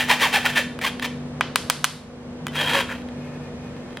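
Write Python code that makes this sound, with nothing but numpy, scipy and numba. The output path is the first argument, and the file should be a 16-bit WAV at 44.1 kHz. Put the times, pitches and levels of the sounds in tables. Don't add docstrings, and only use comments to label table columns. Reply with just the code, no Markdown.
import sys
import numpy as np
from scipy import signal
from scipy.fft import rfft, irfft
from scipy.io import wavfile
from scipy.ndimage import map_coordinates
from numba import njit

SR = 44100
rng = np.random.default_rng(int(sys.argv[2]) if len(sys.argv) > 2 else 0)


def generate_wav(sig):
    pcm = np.round(np.clip(np.atleast_2d(sig).T, -1, 1) * 32767).astype(np.int16)
    wavfile.write(sys.argv[1], SR, pcm)


N = 4 * SR
T = np.arange(N) / SR

# (frequency [Hz], level [dB])
CRACK_COLOUR = [(200, -20), (800, -15), (1500, -4), (3200, 2.5), (4500, 1.5), (5600, -2), (7000, -6),
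                (9400, -5), (11000, -11.5), (13000, -5), (16000, -13.5)]


def strokes():
    # (fastest moment [s], rise [s], fall [s], level [dB], wires crossed [1/s])
    pushes = [(0.002, 0.015, 0.029, -17, 806), (0.113, .021, .031, -12.5, 1020),
              (0.241, .036, 0.032, -14, 1182), (0.353, 0.02, 0.029, -13.5, 900),
              (0.463, .013, 0.012, -16, 1500), (0.497, 0.015, 0.019, -25, 703.8),
              (0.577, .016, .029, -16.5, 742), (0.821, 0.0077, .014, -24.5, 804.6),
              (0.848, .011, .016, -19, 1090), (0.87, .009, 0.019, -21, 1607),
              (1.030, 0.0092, 0.011, -23.5, 1130), (1.051, 0.0099, .012, -21, 1099)]
    # (time [s], level [dB])
    landings = [(0.092, -35), (0.328, -20), (0.558, -18.5)]
    # (frequency [Hz], width [Hz], level [dB])
    mesh_modes = [(900, 69, -9), (970, 15, -5.5), (1790, 40, 7), (1875, 70, -1.5), (2000, 30, -7),
                  (2300, 49, 0.5), (2440, 98, -1), (2688, 42, 4), (2870, 37, -3), (3154, 57, 5.5),
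                  (3570, 61, 1.5), (9850, 350, -8)]
    # (frequency [Hz], level [dB])
    rub_colour = [(100, -21), (300, -9), (700, -2), (1300, -2.5), (1900, 1), (3300, -3.5), (4400, -8.5),
                  (6000, -13.5), (8000, -17.5), (9500, -18.5), (11500, -20.5), (15500, -21.5)]
    half_speed_s, landing_fade_s, rest_end_s = .034, .0076, .64
    presses = [undb(db) * bite(when, rise, fall) for when, rise, fall, db, _ in pushes]
    peak_time, _, _, _, peak_rate = np.array(pushes)[np.argmax(presses, axis=0)].T
    speed = np.maximum(1 / (1 + ((T - peak_time) / half_speed_s) ** 2), .3)
    force, _ = rub(peak_rate * speed, spread_db=2)
    resting = undb(-34) * np.clip((rest_end_s - T) * 20, 0, 1)
    landing = sum(undb(db) * (T > when) * np.exp(-np.abs(T - when) / landing_fade_s)
                  for when, db in landings)
    pressure = np.sqrt(np.sum(np.square(presses), axis=0) + resting ** 2 + landing ** 2)
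    return pressure * mesh(force, mesh_modes, rub_colour)


def rub(wires_per_s, spread_db):
    overtones = [-6, -8]
    grit_per_s = 3500
    crossed = np.cumsum(wires_per_s * (1 + .04 * wander(500))) / SR
    crossings = np.diff(np.floor(crossed), prepend=0)
    ticks = crossings * undb(spread_db * rng.uniform(-.95, 3.4, N)) / np.sqrt(wires_per_s)
    grit = (rng.random(N) < grit_per_s / SR) * rng.standard_normal(N)
    grit *= undb(spread_db * rng.uniform(-1.5, .8, N))
    flutter = undb(.6 * wander(210))
    force = (unit(ticks - ticks.mean()) + undb(4) * unit(grit)) * flutter
    tone = np.sin(2 * np.pi * crossed)
    for harmonic, db in enumerate(overtones, start=2):
        tone += undb(db) * wander(60) * np.sin(2 * np.pi * harmonic * crossed)
    return unit(force), np.sqrt(2) * tone


def mesh(force, modes, tint):
    shaking = undb(.5) * force + resonate(force, modes)
    return unit(colour(drifting(shaking), tint))


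def zips():
    # (peak time [s], top pitch [Hz], level [dB], rise [s], fall [s], slide down [Hz/s])
    glides = [(0.106, 1020, -20.5, 0.0062, .007, 6000), (0.120, 1718, -18.5, 0.0061, .006, 5000),
              (0.122, 880, -19, .005, .014, 7700), (0.239, 1182, -19, 0.014, 0.025, 13170),
              (0.367, 850, -21.5, 0.0072, .014, 15660), (0.448, 820, -23.5, 0.0027, .012, 8000),
              (0.463, 1882, -17.5, 0.0051, .006, 4000), (0.467, 1510, -18, 0.0097, .004, 9967),
              (0.578, 1756, -19.5, .008, .014, 2000), (0.584, 659.5, -27.5, .004, .02, 7800),
              (0.848, 1107, -24.5, 0.0035, .007, 3000)]
    climb_hz_per_s = 20000
    jitter = 1 + .014 * wander(500)
    tones = np.zeros(N)
    for when, top_hz, db, rise, fall, slide in glides:
        slope = np.where(T < when, climb_hz_per_s, slide)
        pitch = np.maximum(top_hz - slope * np.abs(T - when), top_hz / 2)
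        tones += undb(db) * bite(when, rise, fall) * sine(pitch * jitter)
    return tones


def knocks():
    # (time [s], level [dB], crack compared with thud [dB])
    hits = [(0.790, -19, -14), (0.816, -27, -19), (1.4092, 2, -24), (1.5582, 1.5, -3.5), (1.6994, 3, -2.5),
            (1.7066, -9, -7), (1.8431, 6, -3), (1.8499, -9, 0.5), (2.468, -12.5, -10.5), (2.482, -24, -10)]
    # (delay [s], level [dB])
    bounces = [(0, 0), (.00028, 3), (.00066, 5.5), (.0013, 0)]
    # (frequency [Hz], level [dB], time to fade by 60 dB [s])
    rim_modes = [(2980, -39, .33), (3135, -40, .3)]
    # (frequency [Hz], level [dB])
    thud_colour = [(200, -4), (600, 13.5), (1100, 25), (2600, 20.5), (3400, 18), (4800, 12.5), (7000, 1.5),
                   (14000, -20)]
    blows, bursts, contacts = np.zeros((3, N))
    for when, db, crack_db in hits:
        blows[int(when * SR)] = undb(db)
        bursts[int(when * SR)] = undb(db + crack_db)
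        for delay, bounce_db in bounces:
            bounce_time = when + delay * rng.uniform(.8, 1.2)
            contacts[int(bounce_time * SR)] += undb(db + crack_db + bounce_db + 11)
    direct = crack(contacts, bursts) + thud(blows) + through(blows, ring(rim_modes))
    to_walls = undb(-5) * colour(blows, thud_colour) + undb(17.5) * colour(bursts, CRACK_COLOUR)
    return direct, to_walls


def crack(contacts, bursts):
    # (frequency [Hz], width [Hz], level [dB])
    ping_modes = [(3040, 190, 0), (7400, 600, -2.5), (9350, 660, 1.5)]
    sizzle = through(bursts, fade(T[:N // 10], t60_s=.01)) * rng.standard_normal(N)
    force = contacts + undb(2) * sizzle
    return colour(undb(-4) * force + resonate(force, ping_modes), CRACK_COLOUR)


def thud(blows):
    # (frequency [Hz], level [dB], time to fade by 60 dB [s])
    strainer_modes = [(1034, -15.5, 0.026), (1280, 0, 0.007), (1528, -1, 0.007), (1953, -13.5, 0.024),
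                      (2273, -5.5, 0.011), (3155, -7.5, 0.0096), (3840, -18, 0.002)]
    rise_s = .00029
    one_thud = ring(strainer_modes) * (1 - np.exp(-T[:N // 10] / rise_s))
    body = late(through(blows, one_thud), delay_s=.0004)
    table_echo = late(resonate(body, [(2350, 420, -3.5)]), delay_s=.00197)
    return body + table_echo


def long_scrape():
    # (time [s], level [dB])
    drag_levels = [(2.47, -74), (2.525, -47.5), (2.556, -29), (2.62, -21.5), (2.656, -28), (2.70, -22),
                   (2.727, -25), (2.742, -19), (2.81, -21.5), (2.85, -48.5), (2.96, -43.5), (3.05, -62)]
    last_rub_levels = [(2.886, -48), (2.892, -31), (2.925, -30), (2.965, -50)]
    # (frequency [Hz], level [dB])
    drag_colour = [(100, -41), (300, -3), (550, -4), (950, -0.5), (1250, -5.5), (1600, -1), (3200, -3.5),
                   (4200, -10), (5500, -16), (8000, -19.5), (9500, -18.5), (11500, -21), (15500, -27)]
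    last_rub_colour = [(300, -16), (900, 0.5), (1900, 2.5), (3600, -13), (15000, -30)]
    # (time [s], wires crossed [1/s])
    speeds = [(2.54, 402.4), (2.61, 606.6), (2.66, 518.4), (2.72, 450), (2.755, 577.3), (2.775, 555.7),
              (2.8, 542.7), (2.84, 427), (2.91, 480)]
    # (frequency [Hz], width [Hz], level [dB])
    mesh_modes = [(980, 110, -5.5), (1440, 100, -3), (1770, 190, 0), (1960, 70, -12), (2400, 110, -3),
                  (2530, 150, -2.5), (2740, 110, -5), (3150, 120, -2), (3840, 91, -2)]
    force, wire_tone = rub(curve(speeds), spread_db=3.5)
    drag = swell(drag_levels) * (mesh(force, mesh_modes, drag_colour) + undb(-11) * wire_tone)
    last_rub = swell(last_rub_levels) * mesh(force, mesh_modes, last_rub_colour)
    return drag + last_rub


def squeak():
    # (time [s], level [dB])
    levels = [(2.53, -56), (2.56, -39), (2.59, -26.5), (2.655, -32.5), (2.70, -30), (2.79, -35),
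              (2.85, -47), (2.885, -56), (2.91, -45), (3.0, -62)]
    pitch_hz = 3213 + 58.7 * wander(110)
    patches = undb(6.5 * np.tanh(wander(130)))
    return swell(levels) * patches * sine(pitch_hz)


def lifting():
    # (time [s], level [dB])
    levels = [(3.05, -68), (3.17, -60.5), (3.28, -53.5), (3.40, -56.5), (3.48, -59.5), (3.56, -55),
              (3.68, -59), (3.79, -58), (3.86, -65), (3.99, -60)]
    # (frequency [Hz], width [Hz], level [dB])
    modes = [(1310, 120, -8), (1770, 100, 3.5), (2160, 66, 2), (2450, 31, 7.5)]
    patches = undb(7 * np.tanh(wander(31)))
    rubbing = drifting(resonate(rng.standard_normal(N), modes))
    return swell(levels) * patches * unit(rubbing)


def light_taps():
    # (time [s], level [dB])
    frame_taps = [(0.9972, -19), (3.019, -36), (3.088, -33.5), (3.766, -40.5), (3.907, -39), (3.93, -39),
                  (3.972, -22.5)]
    spoon_taps = [(1.073, -41.5), (2.482, -40)]
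    # (frequency [Hz], level [dB], time to fade by 60 dB [s])
    frame_modes = [(1810, -6, .016), (2050, -6.5, .012), (2590, -7.5, .012), (3200, -4, .012),
                   (3800, -9.5, .012), (4700, -19.5, .008), (8920, -14.5, .005)]
    spoon_modes = [(2000, 0, 0.14), (3060, 7, 0.1), (3531, -4.5, 0.15)]
    return strike(frame_taps, frame_modes) + strike(spoon_taps, spoon_modes)


def kitchen(direct, to_walls):
    # (frequency [Hz], side level [dB])
    near_width = [(100, -45), (1200, -31.5), (2400, -33.5), (4400, -12.5), (8000, -7.5), (15000, -3)]
    room_width = [(100, -19), (1300, -19.5), (2500, -12.5), (4500, -5.5), (8000, 3.5)]
    # (frequency [Hz], level [dB])
    room_colour = [(200, -4.5), (1200, -4), (2800, -2), (4500, -1.5), (9000, -1.5), (11300, 3.5),
                   (12500, -7), (15000, -20)]
    scatter_s = .00085
    scatter = rng.standard_normal(N // 400) * np.exp(-T[:N // 400] / scatter_s)
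    near_side = colour(through(direct, scatter / np.linalg.norm(scatter)), near_width)
    sent = undb(-10) * colour(to_walls, room_colour)
    room_mid = through(sent, room_echo())
    room_side = colour(through(sent, room_echo()), room_width)
    return stereo(direct, near_side) + stereo(room_mid, room_side)


def room_echo():
    # (frequency [Hz], time to fade by 60 dB [s])
    fade_times = [(300, 0.72), (1500, 0.39), (4000, 0.45), (8000, 0.41), (15000, 0.06)]
    onset_s = .00057
    t = T[:N // 8]
    hz = np.arange(len(t) // 2 + 1) * SR / len(t)
    spectrum = rfft(rng.standard_normal(len(t)))
    tail = np.zeros(len(t))
    for centre in 125 * 2 ** np.arange(8):
        band = np.maximum(1 - np.abs(np.log2((hz + 1) / centre)), 0)
        tail += irfft(spectrum * band, len(t)) * fade(t, at_frequency(fade_times, centre))
    tail *= np.clip(t / onset_s - 1, 0, 1)
    return tail / np.linalg.norm(tail)


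def appliance_hum():
    # (frequency [Hz], level [dB], waver [dB])
    tones = [(49.7, -61, 1), (75.1, -52, 5), (98, -51, 1.5), (149, -43.5, 6), (244.6, -38, 3),
             (481.3, -50, 4)]
    # (time [s], level [dB])
    levels = [(0, 0.5), (.6, 1.5), (1.1, 1), (1.9, 0), (2.6, 2), (3.25, 0), (3.55, .5), (4, -5)]
    hum = np.zeros(N)
    for hz, db, waver_db in tones:
        gain = undb(db + waver_db * np.tanh(wander(6.02)))
        hum += gain * np.sqrt(2) * np.sin(2 * np.pi * hz * T + .3 * wander(4.88))
    hum *= undb(curve(levels))
    return stereo(hum, undb(-32) * hum)


def room_air():
    # (frequency [Hz], level [dB])
    air_colour = [(20, -19.5), (40, -10), (70, -8), (130, 0.5), (210, 2.5), (330, -5), (520, -3.5),
                  (800, -11), (1500, -18), (2600, -25), (4500, -33), (9000, -41.5), (12000, -53),
                  (16000, -65)]
    # (frequency [Hz], side level [dB])
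    air_width = [(50, -33), (150, -19), (350, -11.5), (900, -10.5), (3000, 3.5), (8000, 7)]
    mid, side = (undb(-37.5) * unit(colour(rng.standard_normal(N), air_colour)) for _ in range(2))
    return stereo(mid, colour(side, air_width))


def undb(db):
    return 10 ** (np.asarray(db) / 20)


def unit(x):
    return x / np.sqrt(np.mean(x ** 2))


def curve(rows):
    return np.interp(T, *np.array(rows).T)


def swell(rows):
    return undb(curve(rows)) * (T > rows[0][0]) * (T < rows[-1][0])


def bite(when, rise, fall):
    distance = np.abs(T - when) / np.where(T < when, rise, fall)
    steepness = np.where(T < when, 2.2, 1.4)
    return np.exp(-np.minimum(distance, 10) ** steepness)


def fade(t, t60_s):
    return np.exp(-np.log(1000) * t / t60_s)


def wander(per_s):
    points = rng.standard_normal(N // 10)
    return map_coordinates(points, [T * per_s + 2], order=2, mode="wrap")


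def drifting(x):
    return map_coordinates(x, [np.cumsum(1 + .008 * wander(25))], order=2, mode="mirror")


def sine(hz):
    return np.sqrt(2) * np.sin(2 * np.pi * np.cumsum(hz) / SR)


def ring(modes):
    t = T[:N // 10]
    return sum(undb(db) * np.sin(2 * np.pi * hz * t) * fade(t, t60) for hz, db, t60 in modes)


def strike(taps, modes):
    hits = np.zeros(N)
    for when, db in taps:
        hits[int(when * SR)] = undb(db)
    return through(hits, ring(modes))


def resonate(x, modes):
    return sum(undb(db) * signal.lfilter(*signal.iirpeak(hz, hz / width, fs=SR), x)
               for hz, width, db in modes)


def at_frequency(rows, hz):
    frequencies, values = np.array(rows).T
    return np.interp(np.log(np.maximum(hz, 1)), np.log(frequencies), values)


def colour(x, rows):
    gains = undb(at_frequency(rows, np.arange(N // 2 + 1) * SR / N))
    cepstrum = irfft(np.log(gains))
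    cepstrum[1:N // 2] *= 2
    cepstrum[N // 2 + 1:] = 0
    response = irfft(np.exp(rfft(cepstrum)))
    return through(x, response[:N // 20])


def through(x, response):
    return signal.fftconvolve(x, response)[:N]


def late(x, delay_s):
    return np.interp(T - delay_s, T, x, left=0)


def stereo(mid, side):
    return np.array([mid + side, mid - side])


@njit
def follow(x, attack, release):
    levels, level = np.empty(len(x)), 0.
    for i in range(len(x)):
        level += (x[i] - level) * (attack if x[i] > level else release)
        levels[i] = level
    return levels


def scene():
    handling = strokes() + zips() + long_scrape() + squeak() + lifting() + light_taps()
    direct, to_walls = knocks()
    return kitchen(handling + direct, handling + to_walls) + appliance_hum() + room_air()


def record(dry):
    attack_s, release_s = .0027, .75
    threshold, ceiling, top_hz = .4, .71, 16000
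    loudness = follow(np.abs(dry).max(axis=0), 1 / (attack_s * SR), 1 / (release_s * SR))
    ducked = dry / np.maximum(loudness / threshold, 1)
    rounded = ceiling * np.tanh(ducked / ceiling)
    return signal.sosfilt(signal.ellip(8, .2, 70, top_hz, fs=SR, output="sos"), rounded)


dry = scene()
out = record(dry)
generate_wav(out)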